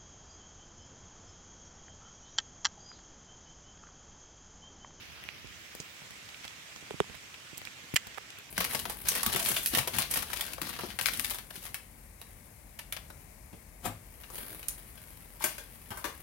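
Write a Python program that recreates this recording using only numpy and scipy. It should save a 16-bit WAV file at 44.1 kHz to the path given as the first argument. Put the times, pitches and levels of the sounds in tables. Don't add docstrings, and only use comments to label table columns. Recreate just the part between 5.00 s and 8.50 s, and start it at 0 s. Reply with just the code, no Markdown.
import sys
import numpy as np
from scipy import signal
from scipy.io import wavfile
from scipy.ndimage import uniform_filter1d

SR = 44100
rng = np.random.default_rng(int(sys.argv[2]) if len(sys.argv) > 2 else 0)


def dump_mix(stems):
    frames = np.atleast_2d(stems).T
    limited = np.clip(frames, -1, 1)
    pcm = np.round(limited * 32767).astype(np.int16)
    wavfile.write(sys.argv[1], SR, pcm)


N = 154350
TIME = np.arange(N) / SR
TAPS = 2048
TAP_TIME, BINS = np.arange(TAPS) / SR, np.fft.rfftfreq(TAPS, 1 / SR)

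# freq_hz, density_db (per Hz)
HISS_LEFT = [(25, -104.0), (45, -92), (95, -82), (200, -87.5), (450, -90), (850, -90.5), (1400, -86.5),
             (2200, -83.5), (3300, -87.5), (4200, -95.5), (6300, -96), (8200, -103.3), (11800, -97.5),
             (15500, -105)]
HISS_RIGHT = [(25, -103.5), (45, -108), (95, -81), (200, -86.5), (450, -90), (850, -90.5), (1400, -87),
              (2200, -82.5), (3200, -84), (4200, -88), (6000, -88), (8000, -89.5), (10000, -99.5),
              (13000, -107.3), (15500, -106)]
# freq_hz, coherence (0 to 1)
HISS_COHERENCE = [(60, 0.57), (450, 0.44), (1000, 0.01)]
# time_s, level_db
HISS_SWELL = [(0, -0.5), (.6, -1.5), (1.1, -0.85), (1.5, -0.65), (1.9, -0.5), (2.3, -1.34), (3.0, -1),
              (3.5, -2.5)]
# time_s, edge_hz
HISS_EDGE = [(0, 6300), (.2, 6100), (.37, 5650), (.55, 7600), (.92, 7900), (1.15, 8060), (2.9, 8060),
             (3.5, 7700)]
# time_s, level_db
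SHEEN_LEVEL = [(0, -62), (.4, -67), (.62, -57), (.9, -53), (1.1, -68), (3.5, -74)]
# freq_hz, gain_db
SHEEN_COLOUR = [(11000, -34), (13500, -13), (15500, 0)]
# freq_hz, gain_db
DRIP_COLOUR = [(200, -11), (800, -6.5), (2500, 2), (5000, -8), (7000, -9), (9000, -16), (15000, -26)]
# centre_s, length_s, pitch_hz, level_db
RUSTLES = [(.72, .05, 2100, -56), (1.44, .05, 2380, -49.5), (1.716, 0.052, 2120, -53),
           (2.658, 0.045, 5500, -56), (3.116, 0.091, 2500, -63)]
# time_s, level_db
RUMBLE_LEVEL = [(0, -55), (.15, -56), (.35, -60), (.48, -51.5), (.65, -67), (.85, -70), (3.5, -73)]
# freq_hz, gain_db
RUMBLE_COLOUR = [(25, -13), (60, 4), (110, -7.5), (250, -20), (800, -38), (3000, -70)]
# start_s, relative_db
CREAKS = [(3.1759, -1.5), (3.1794, -3.5), (3.181, 0), (3.1834, 3.5)]
# freq_hz, gain_db
CREAK_COLOUR = [(100, -33), (400, -3.5), (900, 2.5), (1800, -0.5), (3200, -12), (6000, -21), (15000, -24)]
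# start_s, thud_db, thud_left_minus_right_db, ring_db, click_db
KNOCKS = [(.254, -45.5, -12, -69, -60), (0.445, -37, -30, -52, -45), (0.453, -39.5, -28, -67, -46),
          (0.8009, -33, -3, -39, -48), (1.019, -44.5, 9, -67, -30), (1.826, -39, -8, -50, -50),
          (1.9082, -40.5, -17, -26.5, -15.5), (1.942, -29, -23, -55, -50), (2.003, -24, -23, -12.5, -1.5),
          (2.043, -52, -12, -56, -26.5), (2.098, -42.5, -27, -56, -29), (2.531, -35.5, -21, -61, -50),
          (2.939, -20.5, 12, -56, -34)]
# freq_hz, left_db, right_db
CONTACT_COLOUR = [(60, 11, 0), (185, -5, 23.5), (520, -34, 7.5), (910, -22, 18.5), (1790, -31, 10),
                  (3570, 3.5, 7.5), (4600, -26, -20), (7440, -35, 0), (11000, -36, -15), (15000, -48, -23)]
# start_s, decay_s, left_minus_right_db, then level_db at each of TICK_BANDS_HZ
TICKS = [(0.2393, 0.00032, 14, -39, -12, -31, -23.5), (0.2888, 0.00022, -13, -10.5, -6, -32, -55),
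         (0.4722, 0.0013, -13, -26, -22, -20, -48), (0.751, 0.0009, 8, -8, -25, -19.5, -16.5),
         (0.8007, 0.0037, -9.5, -9.5, -13, -5.5, -31), (1.0704, 0.0015, -11, -27, -20, -32, -39),
         (1.107, 0.002, 1, -13, -16, -24, -28), (1.2893, 0.0022, 0, -27, -8.5, -22, -32),
         (1.345, 0.00097, -8, -26, -6, -31, -38), (1.444, 0.0017, -5, -21, -6.5, -18, -34),
         (1.4508, 0.0033, -2, -15, -13, -18, -24), (1.4791, 0.0025, -3, -35, -13, -16, -30),
         (1.5069, 0.0019, -21, -28, -16, -33, -49), (1.7615, 0.0011, -4, -13, -16, -19, -32),
         (2.097, 0.0023, -20, -7.5, -18, -35, -42), (2.1447, 0.0032, -21, -18, -16, -23, -32),
         (2.1505, 0.0032, -14, -16, -13.5, -25, -26), (2.3418, 0.0027, 1, -20, -8.5, -26, -31),
         (2.5745, 0.00031, -15, -18, -24, -13, -22), (2.579, 0.0024, 0, -15, -27, -19, -10.5),
         (2.616, 0.0017, 11, -8, -9.5, -30, -27), (2.6522, 0.00095, -14, -17, -12.5, -16, -23),
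         (2.6723, 0.00084, -15, -26, -1, -48, -33), (2.9395, 0.0012, -7, -15, -7, -30, -22),
         (2.944, 0.00091, -2, -17, -24, -17, -7), (3.0692, 0.0041, -1, -13, -17, -16, -20.5),
         (3.1451, 0.0013, -8, -29, -13.5, -23, -34), (3.3038, 0.001, 6, -29, -20, -16.5, -29),
         (3.3864, 0.0022, 3, -16.5, -16.5, -28, -20)]
TICK_BANDS_HZ = [550, 2500, 6800, 13000]
# start_s, pitch_hz, level_db, t60_s, left_minus_right_db
PINGS = [(.2889, 2480, -22.5, .004, -21), (.7512, 567, -37.5, .009, 4), (1.4787, 3400, -32.5, 0.014, -13),
         (2.579, 7660, -28.5, 0.0065, -22)]
# start_s, decay_s, relative_db
SPLAT_IMPACTS = [(2.96, .001, -26), (2.9597, 0.0011, -6), (2.9626, 0.00099, -10), (2.9638, 0.00055, -1),
                 (2.9655, 0.0014, -5), (2.97, .002, -12), (2.9712, 0.0012, -15.5)]
# freq_hz, left_db, right_db
SPLAT_COLOUR = [(150, -8, -13), (456, -18, -4.5), (1110, -6, -0.5), (1890, 8.5, 15), (2400, 9, 7.5),
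                (3080, 8, 18), (3920, -8, 3), (5300, 0, 7.5), (6340, -14, -0.5), (7200, -8, 12),
                (8440, -12, -1.5), (11500, 0.5, -11), (15300, -14, -7)]
# pitch_hz, level_db, t60_s
LEAF_MODES = [(1640, -45, 0.032), (1840, -29.5, 0.04), (2020, -28, 0.068), (2470, -31, 0.043),
              (2980, -41, 0.023), (6830, -47, 0.019)]


def amp(db):
    return 10 ** (np.asarray(db) / 20)


def unit_rms(x):
    return x / np.sqrt(np.mean(x ** 2) + 1e-20)


def spectrum(points, hz=BINS, column=1):
    table = np.transpose(points)
    return np.interp(np.log(hz + 1), np.log(table[0] + 1), table[column])


def curve(points, t):
    return np.interp(t, *np.transpose(points))


def pan(db):
    return unit_rms(amp([[db / 2], [-db / 2]]))


def add(mix, start_s, sound):
    part = mix[:, round(start_s * SR):][:, :sound.shape[1]]
    part += sound[:, :part.shape[1]]


def click(db):
    log_gain = np.log(amp(np.concatenate([db, db[-2:0:-1]])))
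    return np.fft.ifft(np.exp(np.conj(signal.hilbert(log_gain)))).real


def spatter(decay_s, colour_db, rise_s=0.00021):
    burst = rng.standard_normal(TAPS) * (1 - np.exp(-TAP_TIME / rise_s))
    burst *= np.exp(-TAP_TIME / max(decay_s, rise_s))
    return signal.fftconvolve(burst / np.linalg.norm(burst), click(colour_db))


def mode(hz, t60_s, lead_turns=0):
    return np.sin(2 * np.pi * (hz * TAP_TIME + lead_turns)) * np.exp(-np.log(1000) * TAP_TIME / t60_s)


def right_noise(colour, level):
    noise = signal.oaconvolve(rng.standard_normal(N), click(spectrum(colour)))[:N]
    return np.array([np.zeros(N), unit_rms(noise) * amp(curve(level, TIME))])


def far_hiss(patchy_db=1.28, flicker_db=0.5, open_hz=8270, squeeze_from_hz=3360):
    size, hop = 1024, 256
    frames, hz = N // hop + 5, np.fft.rfftfreq(size, 1 / SR)
    t = np.arange(frames) * hop / SR
    left_re, left_im, apart_re, apart_im, patches = rng.standard_normal((frames, len(hz), 5)).T
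    patches = uniform_filter1d(patches, size=14, axis=0)
    patches = unit_rms(uniform_filter1d(patches, size=8, axis=1))
    coherence = spectrum(HISS_COHERENCE, hz)[:, None]
    left = left_re + 1j * left_im
    right = coherence * left + np.sqrt(1 - coherence ** 2) * (apart_re + 1j * apart_im)
    squeeze = (open_hz / curve(HISS_EDGE, t)) ** np.clip(hz / squeeze_from_hz - 1, 0, 1)[:, None]
    ports = np.array([left * amp(spectrum(HISS_LEFT, hz[:, None])),
                      right * amp(spectrum(HISS_RIGHT, hz[:, None] * squeeze))])
    ports *= amp(curve(HISS_SWELL, t) + patchy_db * patches + flicker_db * rng.standard_normal(frames))
    density_gain = np.sqrt(3 / 8 * SR / hop)
    return density_gain * signal.istft(ports, nperseg=size, noverlap=size - hop)[1][:, :N]


def wood_scatter(x, t60_s=0.15):
    t = np.arange(SR // 4) / SR
    tail = rng.standard_normal((2, len(t))) * np.exp(-np.log(1000) * t / t60_s)
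    return signal.oaconvolve(x, tail / np.linalg.norm(tail[0]), axes=1)[:, :N]


def middle_drips(leaves=24, drips_per_s=97, softest_db=-34.5, spread_db=3.5, vary_db=2.5, decay_s=0.002):
    out = np.zeros((2, N))
    hz, db = np.transpose(DRIP_COLOUR)
    for _ in range(leaves):
        colour = np.c_[hz, db + vary_db * rng.standard_normal(len(hz))]
        sizes = amp(softest_db + spread_db * np.minimum(rng.exponential(1, N), 3))
        impacts = sizes * (rng.random(N) < drips_per_s / leaves / SR)
        place = pan(-4 + 4 * rng.standard_normal())
        out += place * signal.oaconvolve(impacts, spatter(decay_s, spectrum(colour)))[:N]
    return out


def grass_rustles(grains_per_s=820, db_per_octave=-11):
    out = np.zeros((2, N))
    for centre_s, length_s, hz, db in RUSTLES:
        grains = rng.standard_normal((2, N)) * (rng.random((2, N)) < grains_per_s / SR)
        blade = click(db_per_octave * abs(np.log2((BINS + 20) / hz)))
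        swell = np.exp(-(2 * (TIME - centre_s) / length_s) ** 2)
        out += amp(db) * swell * unit_rms(signal.oaconvolve(grains, blade[None], axes=1)[:, :N])
    return out


def hand_rumble():
    return right_noise(RUMBLE_COLOUR, RUMBLE_LEVEL)


def grip_creaks(gain_db=-6, pan_db=-29):
    out, slip = np.zeros((2, N)), click(spectrum(CREAK_COLOUR))
    for start_s, db in CREAKS:
        add(out, start_s, amp(gain_db + db) * pan(pan_db) * slip)
    return out


def case_mode(hz, t60_s, right_lead_turns=0.21, rise_s=0.00049):
    return mode(hz, t60_s, np.array([[0], [right_lead_turns]])) * (1 - np.exp(-TAP_TIME / rise_s))


def case_knocks(rattle_db=-11, rattle_s=0.0023, thud_cut_hz=41):
    out, colours = np.zeros((2, N)), [spectrum(CONTACT_COLOUR, column=port) for port in (1, 2)]
    contact = np.array([click(colour) for colour in colours])
    thud = case_mode(hz=146, t60_s=0.027) + amp(-6) * case_mode(hz=275, t60_s=0.029)
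    thud = signal.sosfilt(signal.butter(1, thud_cut_hz, "high", fs=SR, output="sos"), thud)
    ring = case_mode(hz=408, t60_s=0.03)
    for start_s, thud_db, pan_db, ring_db, click_db in KNOCKS:
        body = amp(thud_db) * pan(pan_db) * thud + amp(ring_db) * ring
        rattle = np.array([spatter(rattle_s, colour) for colour in colours])
        add(out, start_s, body - amp(click_db) * contact)
        add(out, start_s, amp(click_db + rattle_db) * rattle)
    return out


def near_ticks(bass_hz=80, bass_lift_db=12):
    out = np.zeros((2, N))
    for start_s, decay_s, pan_db, *band_db in TICKS:
        colour = spectrum([(bass_hz, band_db[0] + bass_lift_db), *zip(TICK_BANDS_HZ, band_db)])
        add(out, start_s, pan(pan_db) * np.array([spatter(decay_s, colour), spatter(decay_s, colour)]))
    return out


def leaf_pings():
    out = np.zeros((2, N))
    for start_s, hz, db, t60_s, pan_db in PINGS:
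        add(out, start_s, amp(db) * pan(pan_db) * mode(hz, t60_s))
    return out


def close_splat(crack_db=-0.5, spray_db=0.5, ring_pan_db=-3):
    out, colours = np.zeros((2, N)), [spectrum(SPLAT_COLOUR, column=port) for port in (1, 2)]
    crack = np.array([click(colour) for colour in colours])
    for start_s, decay_s, db in SPLAT_IMPACTS:
        spray = np.array([spatter(decay_s, colour) for colour in colours])
        add(out, start_s, amp(db + crack_db) * crack)
        add(out, start_s, amp(db + spray_db) * spray)
    hardest_s = max(SPLAT_IMPACTS, key=lambda row: row[2])[0]
    ring = sum(amp(db) * mode(hz, t60_s) for hz, db, t60_s in LEAF_MODES)
    add(out, hardest_s, pan(ring_pan_db) * ring)
    return out


def scene(foliage_send_db=-9, splat_send_db=-24):
    foliage = near_ticks() + leaf_pings() + middle_drips() + grass_rustles()
    splat = close_splat()
    background = far_hiss() + right_noise(SHEEN_COLOUR, SHEEN_LEVEL)
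    handling = case_knocks() + grip_creaks() + hand_rumble()
    reflections = wood_scatter(amp(foliage_send_db) * foliage + amp(splat_send_db) * splat)
    return background + reflections + handling + foliage + splat


def record(dry, low_cut_hz=56, high_cut_hz=16000):
    thin = signal.sosfilt(signal.butter(3, low_cut_hz, "high", fs=SR, output="sos"), dry)
    band_limit = signal.firwin(511, high_cut_hz, window=("kaiser", 9), fs=SR)
    return signal.oaconvolve(thin, band_limit[None], "same")


dry = scene()
out = record(dry)
dump_mix(out)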